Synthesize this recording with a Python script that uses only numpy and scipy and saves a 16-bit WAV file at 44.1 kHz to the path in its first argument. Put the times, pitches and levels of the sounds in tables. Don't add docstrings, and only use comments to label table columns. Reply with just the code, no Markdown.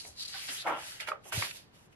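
import sys
import numpy as np
from scipy import signal
from scipy.fft import rfft, irfft
from scipy.io import wavfile

SR = 44100
rng = np.random.default_rng(int(sys.argv[2]) if len(sys.argv) > 2 else 0)


def wrap_up_sound(samples):
    columns = np.atleast_2d(samples).T
    tamed = np.clip(columns, -1, 1)
    steps = np.round(tamed * 32767).astype(np.int16)
    wavfile.write(sys.argv[1], SR, steps)


N = 85995

# (time [s], mids [dB], presence [dB], treble [dB])
FINGER_LEVELS = [(0.0, -52.5, -47.5, -53), (0.032, -58, -59.5, -58.5), (0.054, -56.5, -56.5, -57),
                 (0.078, -60.5, -63, -53.5), (0.15, -70.5, -69, -71.5), (0.207, -51.5, -43, -52),
                 (0.234, -50.5, -46.5, -50.5), (0.247, -54.5, -54, -61), (0.26, -53, -42.5, -51.5),
                 (0.269, -53, -59, -62), (0.282, -59, -44, -52.5), (0.294, -51, -54.5, -55.5),
                 (0.335, -56.5, -55, -56)]
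SLIDE_LEVELS = [(0.335, -52, -46, -75), (0.347, -47, -43.5, -56.5), (0.473, -53, -50.5, -52.5),
                (0.49, -42, -42, -53.5), (0.531, -45, -50, -46), (0.615, -51, -49, -55.5),
                (0.655, -53, -62, -69.5), (0.676, -52, -62, -57.5), (0.743, -43.5, -66.5, -69.5),
                (0.803, -47.5, -57, -59), (0.891, -49, -50.5, -53.5), (0.995, -55, -59.5, -64.5),
                (1.006, -40, -43, -51), (1.063, -52, -67, -72.5), (1.075, -45, -63, -59),
                (1.089, -48, -49.5, -55.5), (1.177, -74, -88, -98)]
PALM_LEVELS = [(1.234, -81, -75, -79), (1.242, -62, -74, -66.5), (1.295, -62.5, -69, -54),
               (1.316, -59, -70, -71.5), (1.329, -39, -50.5, -44), (1.378, -44, -44.5, -43.5),
               (1.432, -43, -42, -45), (1.496, -49.5, -52.5, -53.5), (1.511, -60, -50, -55),
               (1.524, -60.5, -63, -58.5), (1.57, -57.5, -56, -56), (1.71, -88, -84.5, -93),
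               (1.747, -67.5, -72, -72.5), (1.864, -77.5, -83, -75), (1.896, -98, -105, -95),
               (1.93, -68, -80, -75.5)]
# (mids [dB], presence [dB], treble [dB])
FINGER_TRIMS = [-5.5, 0, -1]
SLIDE_TRIMS = [-4, -5, 1]
PALM_TRIMS = [-1, -2, -1]
# (mids to presence [Hz], presence to treble [Hz])
BAND_EDGES = (3300, 5200)
# (frequency [Hz], relative level [dB])
FINGER_SPECTRUM = [(300, -25), (1200, -15), (2200, -9.5), (3300, -5.5), (4500, -10), (5600, 2.5), (8500, 0),
                   (11500, -1), (13000, -20), (16000, -90)]
SLIDE_SPECTRUM = [(60, -43), (250, -27), (750, -8.5), (1050, -14), (1500, -2), (2500, -3.5), (4600, 3.5),
                  (6000, 1), (9000, -0.5), (11700, 1.5), (12800, -14.5), (16000, -60)]
PALM_SPECTRUM = [(80, -29), (240, -7.5), (400, -2.5), (650, 0.5), (1150, -8), (1600, -1), (2800, 3),
                 (4800, 3), (6300, 3), (9000, 1), (11700, 4.5), (12800, -8.5), (16000, -24)]
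BUCKLE_SPECTRUM = [(40, -60), (100, -17), (200, -10.5), (320, -9.5), (480, -2.5), (780, 1.5), (1050, 1.5),
                   (1300, -3.5), (1650, -11.5), (2400, -27.5), (3200, -15), (4200, -31), (8000, -47)]
# (frequency [Hz], bandwidth [Hz], boost [dB])
CORNER_MODES = [(4000, 200, 14.5), (4315, 220, 13), (4675, 190, 15)]
# (frequency [Hz], bandwidth [Hz], boost [dB])
BUCKLE_PEAKS = [(317, 36, 13.3), (569, 46, 6.7), (648, 29, 8.8), (804, 7.8, 15.8), (854, 13.6, 9.2),
                (930, 13, 9.4), (1123, 5.8, 7.9), (1249, 20, 11), (1360, 54, 16)]
# (time [s], level [dB])
BUCKLE_LEVELS = [(0.64, -63.5), (0.662, -39), (0.677, -30.5), (0.749, -36), (0.875, -64.5)]
# (time [s], level [dB], frequency [Hz], duration [s], overtone [dB], pan [dB])
POPS = [(0.343, -51, 774, 0.029, 3, -3), (0.651, -38, 623, 0.005, -16, 3),
        (0.6585, -31, 890, 0.002, -21, -5), (.664, -26.5, 714, 0.0079, -11, -1),
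        (0.6744, -25.5, 848, 0.004, -13.5, -2), (0.7076, -28, 480, 0.004, -2, 0),
        (0.7246, -24.5, 936, 0.0023, -22, 4), (0.782, -36, 850, 0.0062, -28, -7),
        (1.1177, -22.5, 1250, 0.0059, -15.5, -5.5), (1.156, -41, 1284, 0.0048, -27, -6),
        (1.4234, -26, 1110, 0.0034, -7, -0.5)]
# (time [s], level [dB], centre [Hz], width [octaves], time constant [s], pan [dB])
CRACKLES = [(0.05, -48, 2100, 0.3, 0.003, -7), (0.049, -55.5, 526, 0.58, 0.033, -4.5),
            (0.34, -48.5, 1500, 0.75, 0.035, -6), (0.4845, -40, 2300, 0.8, 0.012, 6),
            (0.491, -52.5, 355, 0.43, 0.028, -1), (0.663, -38, 2070, 0.29, 0.0036, 0),
            (0.6685, -33.5, 1800, 0.35, 0.028, -3), (1.101, -46, 510, 0.27, 0.046, 4),
            (0.9994, -38, 2240, 0.17, 0.0078, -6), (1.073, -41.5, 1550, 0.69, 0.011, -16),
            (1.0864, -29.5, 1460, 0.72, 0.0031, -12), (1.124, -48, 1100, 0.57, 0.02, -11),
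            (1.254, -53.5, 603, 0.77, 0.035, -3), (1.3228, -31.5, 1480, 0.84, 0.0073, -4.5),
            (1.4224, -26, 2080, 0.22, 0.0051, -3), (1.428, -43, 1450, 0.5, 0.022, 5),
            (1.5104, -34, 2180, 0.42, 0.0029, -4)]
# (frequency [Hz], gain [dB])
CRACKLE_TREBLE = [(5000, -1), (8000, -3), (11500, 7), (13000, -4), (16000, -24)]
# (time [s], level [dB], pan [dB])
LANDINGS = [(1.02, -49, -2), (1.0837, -34.5, -0.5), (1.119, -45, -1)]
# (frequency [Hz], relative level [dB], T60 [s])
PAGE_MODES = [(625, -3.5, 0.083), (890, -1, 0.06), (1292, -4, 0.13), (1388, -3, 0.13), (2080, -8, 0.057),
              (2290, -7, 0.083)]
# (time [s], centre [Hz], level [dB])
EDGE_RASP = [(0.345, 4250, -67), (0.375, 3210, -54), (0.435, 2450, -50), (0.47, 2500, -58),
             (0.49, 2906, -48.5), (0.53, 2376, -56.5), (0.585, 3600, -48), (0.618, 4000, -45)]
# (time [s], level [dB], frequency [Hz], duration [s])
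THUMPS = [(0.085, -53, 71.5, 0.055), (1.341, -42.5, 108, 0.098), (1.3755, -25.5, 116.6, 0.028),
          (1.424, -49, 130, 0.073)]
# (delay [s], gain [ratio])
REFLECTIONS = [(.0011, 0.051), (.0031, 0.16), (.0052, 0.23), (0.0128, 0.2)]
# (frequency [Hz], side minus mid [dB])
STEREO_WIDTH = [(60, -17), (130, -7), (300, 0), (700, -1.5), (1300, 1.5), (2400, 2), (4400, 4), (8000, 5),
                (15000, 5.5)]
# (frequency [Hz], relative level [dB])
ROOM_TONE_SPECTRUM = [(25, -7), (60, 1), (125, 5.5), (200, -0.5), (400, -5), (900, -10), (2000, -16),
                      (4000, -24), (8000, -34), (12000, -43), (15000, -45)]


def rubbing():
    finger = coloured(grains(per_s=3000, spread_db=2, hiss=0.68), FINGER_SPECTRUM, CORNER_MODES)
    slide = coloured(grains(per_s=4300, spread_db=1.5, hiss=0.94), SLIDE_SPECTRUM)
    palm = coloured(grains(per_s=5000, spread_db=2.5, hiss=0.7), PALM_SPECTRUM)
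    return (placed(stroke(finger, FINGER_LEVELS, FINGER_TRIMS), pan_db=0.5)
            + placed(stroke(slide, SLIDE_LEVELS, SLIDE_TRIMS), pan_db=-0.1)
            + placed(stroke(palm, PALM_LEVELS, PALM_TRIMS), pan_db=-1.5))


def buckling(gain_db=0.5):
    kinks = coloured(grains(per_s=3200, spread_db=3, hiss=0.83), BUCKLE_SPECTRUM, BUCKLE_PEAKS)
    return from_db(gain_db) * placed(kinks * envelope(BUCKLE_LEVELS), side_db=-6)


def pops(overtone_ratio=1.95):
    out = 0
    for onset, db, hz, duration, overtone_db, pan_db in POPS:
        t = since(onset)
        phase = 2 * np.pi * hz * t
        swing = np.sin(phase) + from_db(overtone_db) * np.sin(overtone_ratio * phase)
        out += from_db(db) * swell(t, duration, fullness=0.49) * swing * pan_gains(pan_db)
    return out


def crackles(skirt_db=30):
    out, hz = 0, np.geomspace(50, 16000, 80)
    for onset, db, centre, octaves, decay_s, pan_db in CRACKLES:
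        detuning = np.log2(hz / centre) / octaves
        spectrum_db = at_hz(CRACKLE_TREBLE, hz) - skirt_db * np.log10(1 + detuning ** 4 / 2) / 2
        snaps = coloured(grains(per_s=2600, spread_db=-3, hiss=0.46), np.transpose([hz, spectrum_db]))
        snaps = unit_rms(with_reflections(snaps))
        t = since(onset)
        attack = np.minimum(t / 0.001, 1)
        out += placed(snaps * from_db(db) * attack * np.exp(-t / decay_s), pan_db, side_db=-5.5)
    return out


def landings(scatter_db=0.56):
    out = 0
    for onset, db, pan_db in LANDINGS:
        t = since(onset)
        ring = sum(from_db(mode_db + rng.normal(0, scatter_db) - 60 * t / t60)
                   * np.sin(2 * np.pi * hz * t) for hz, mode_db, t60 in PAGE_MODES)
        out += from_db(db) * ring * pan_gains(pan_db)
    return out


def edge_rasp(bandwidth_hz=950):
    times, centre_hz, db = np.transpose(EDGE_RASP)
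    phase = 2 * np.pi * np.cumsum(np.interp(since(0), times, centre_hz)) / SR
    in_phase, quadrature = butterworth(rng.standard_normal((2, 2, N)), "low", bandwidth_hz / 2, order=2)
    rasp = unit_rms(in_phase * np.cos(phase) + quadrature * np.sin(phase))
    return placed(rasp * envelope(np.transpose([times, db])))


def thumps(octave_db=-40):
    out = 0
    for onset, db, hz, duration in THUMPS:
        t = since(onset)
        swing = np.sin(2 * np.pi * hz * t) + from_db(octave_db) * np.sin(4 * np.pi * hz * t)
        out += from_db(db) * swing * swell(t, duration, fullness=0.34)
    return butterworth(out, "high", hz=67.4, order=2)


def with_reflections(x):
    return x + sum(gain * np.roll(x, int(delay * SR), axis=1) for delay, gain in REFLECTIONS)


def reverberation(x, t60_s=0.19, gain_db=-13, delay_s=0.00104):
    t = since(delay_s)
    noise = coloured(rng.standard_normal((2, N)), [(100, -2), (1000, 5.5), (12000, -8.5)])
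    tail = noise * (t > 0) * from_db(-60 * t / t60_s)
    response = placed(tail / np.sqrt(np.sum(tail[0] ** 2)))
    return from_db(gain_db) * signal.fftconvolve(x.mean(0)[None], response, axes=1)[:, :N]


def room_tone(level_db=-63.5):
    return from_db(level_db) * placed(coloured(rng.standard_normal((2, N)), ROOM_TONE_SPECTRUM))


def grains(per_s, spread_db, hiss):
    sizes = from_db(spread_db * np.minimum(rng.exponential(1, N), 4))
    slips = rng.random(N) < per_s / SR
    clicks = sizes * slips * rng.choice([-1, 1], (2, N))
    return unit_rms(clicks) + hiss * rng.standard_normal((2, N))


def coloured(x, spectrum, peaks=()):
    hz = np.maximum(np.arange(N // 2 + 1) * SR / N, 1)
    peaks_db = sum(boost / (1 + (2 * (hz - centre) / width) ** 2) for centre, width, boost in peaks)
    mid_db = at_hz(spectrum, hz) + peaks_db
    side_db = mid_db + at_hz(STEREO_WIDTH, hz)
    return unit_rms(irfft(rfft(x) * from_db([mid_db, side_db]), N))


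def stroke(friction, levels, trims_db):
    hz = np.arange(N // 2 + 1) * SR / N
    spectrum = rfft(with_reflections(friction))
    lowpasses = [0] + [1 / (1 + (hz / edge) ** 20) for edge in BAND_EDGES] + [1]
    out = 0
    for k, trim_db in enumerate(trims_db):
        band = unit_rms(irfft(spectrum * (lowpasses[k + 1] - lowpasses[k]), N))
        out += band * from_db(trim_db) * envelope(np.array(levels)[:, [0, k + 1]])
    return out


def envelope(curve, fade_s=0.014):
    times, db = np.transpose(curve)
    t = since(0)
    outside = np.maximum(times[0] - t, 0) + np.maximum(t - times[-1], 0)
    return from_db(np.interp(t, times, db)) * np.exp(-outside / fade_s)


def swell(t, duration, fullness):
    return np.sin(np.pi * np.minimum(t / duration, 1) ** fullness)


def placed(x, pan_db=0, side_db=0):
    side = from_db(side_db) * x[1]
    return np.array([x[0] + side, x[0] - side]) * pan_gains(pan_db)


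def pan_gains(pan_db):
    return from_db([[pan_db / 2], [-pan_db / 2]])


def butterworth(x, kind, hz, order):
    return signal.sosfilt(signal.butter(order, hz, kind, fs=SR, output="sos"), x)


def at_hz(spectrum, hz):
    frequencies, db = np.transpose(spectrum)
    return np.interp(np.log(hz), np.log(frequencies), db)


def unit_rms(x):
    return x / np.sqrt(np.mean(x[0] ** 2) + 1e-20)


def from_db(db):
    return 10 ** (np.asarray(db) / 20)


def since(onset):
    return np.maximum(np.arange(N) / SR - onset, 0)


def scene(flip_send_db=-7):
    hits = crackles() + thumps()
    flips = butterworth(pops() + landings(), "high", hz=400, order=4)
    background = room_tone()
    direct = rubbing() + edge_rasp() + buckling() + hits + flips
    return direct + reverberation(hits + from_db(flip_send_db) * flips) + background


def record(dry, stopband_hz=16000):
    return signal.sosfilt(signal.cheby2(14, 70, stopband_hz, fs=SR, output="sos"), dry)


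dry = scene()
out = record(dry)
wrap_up_sound(out)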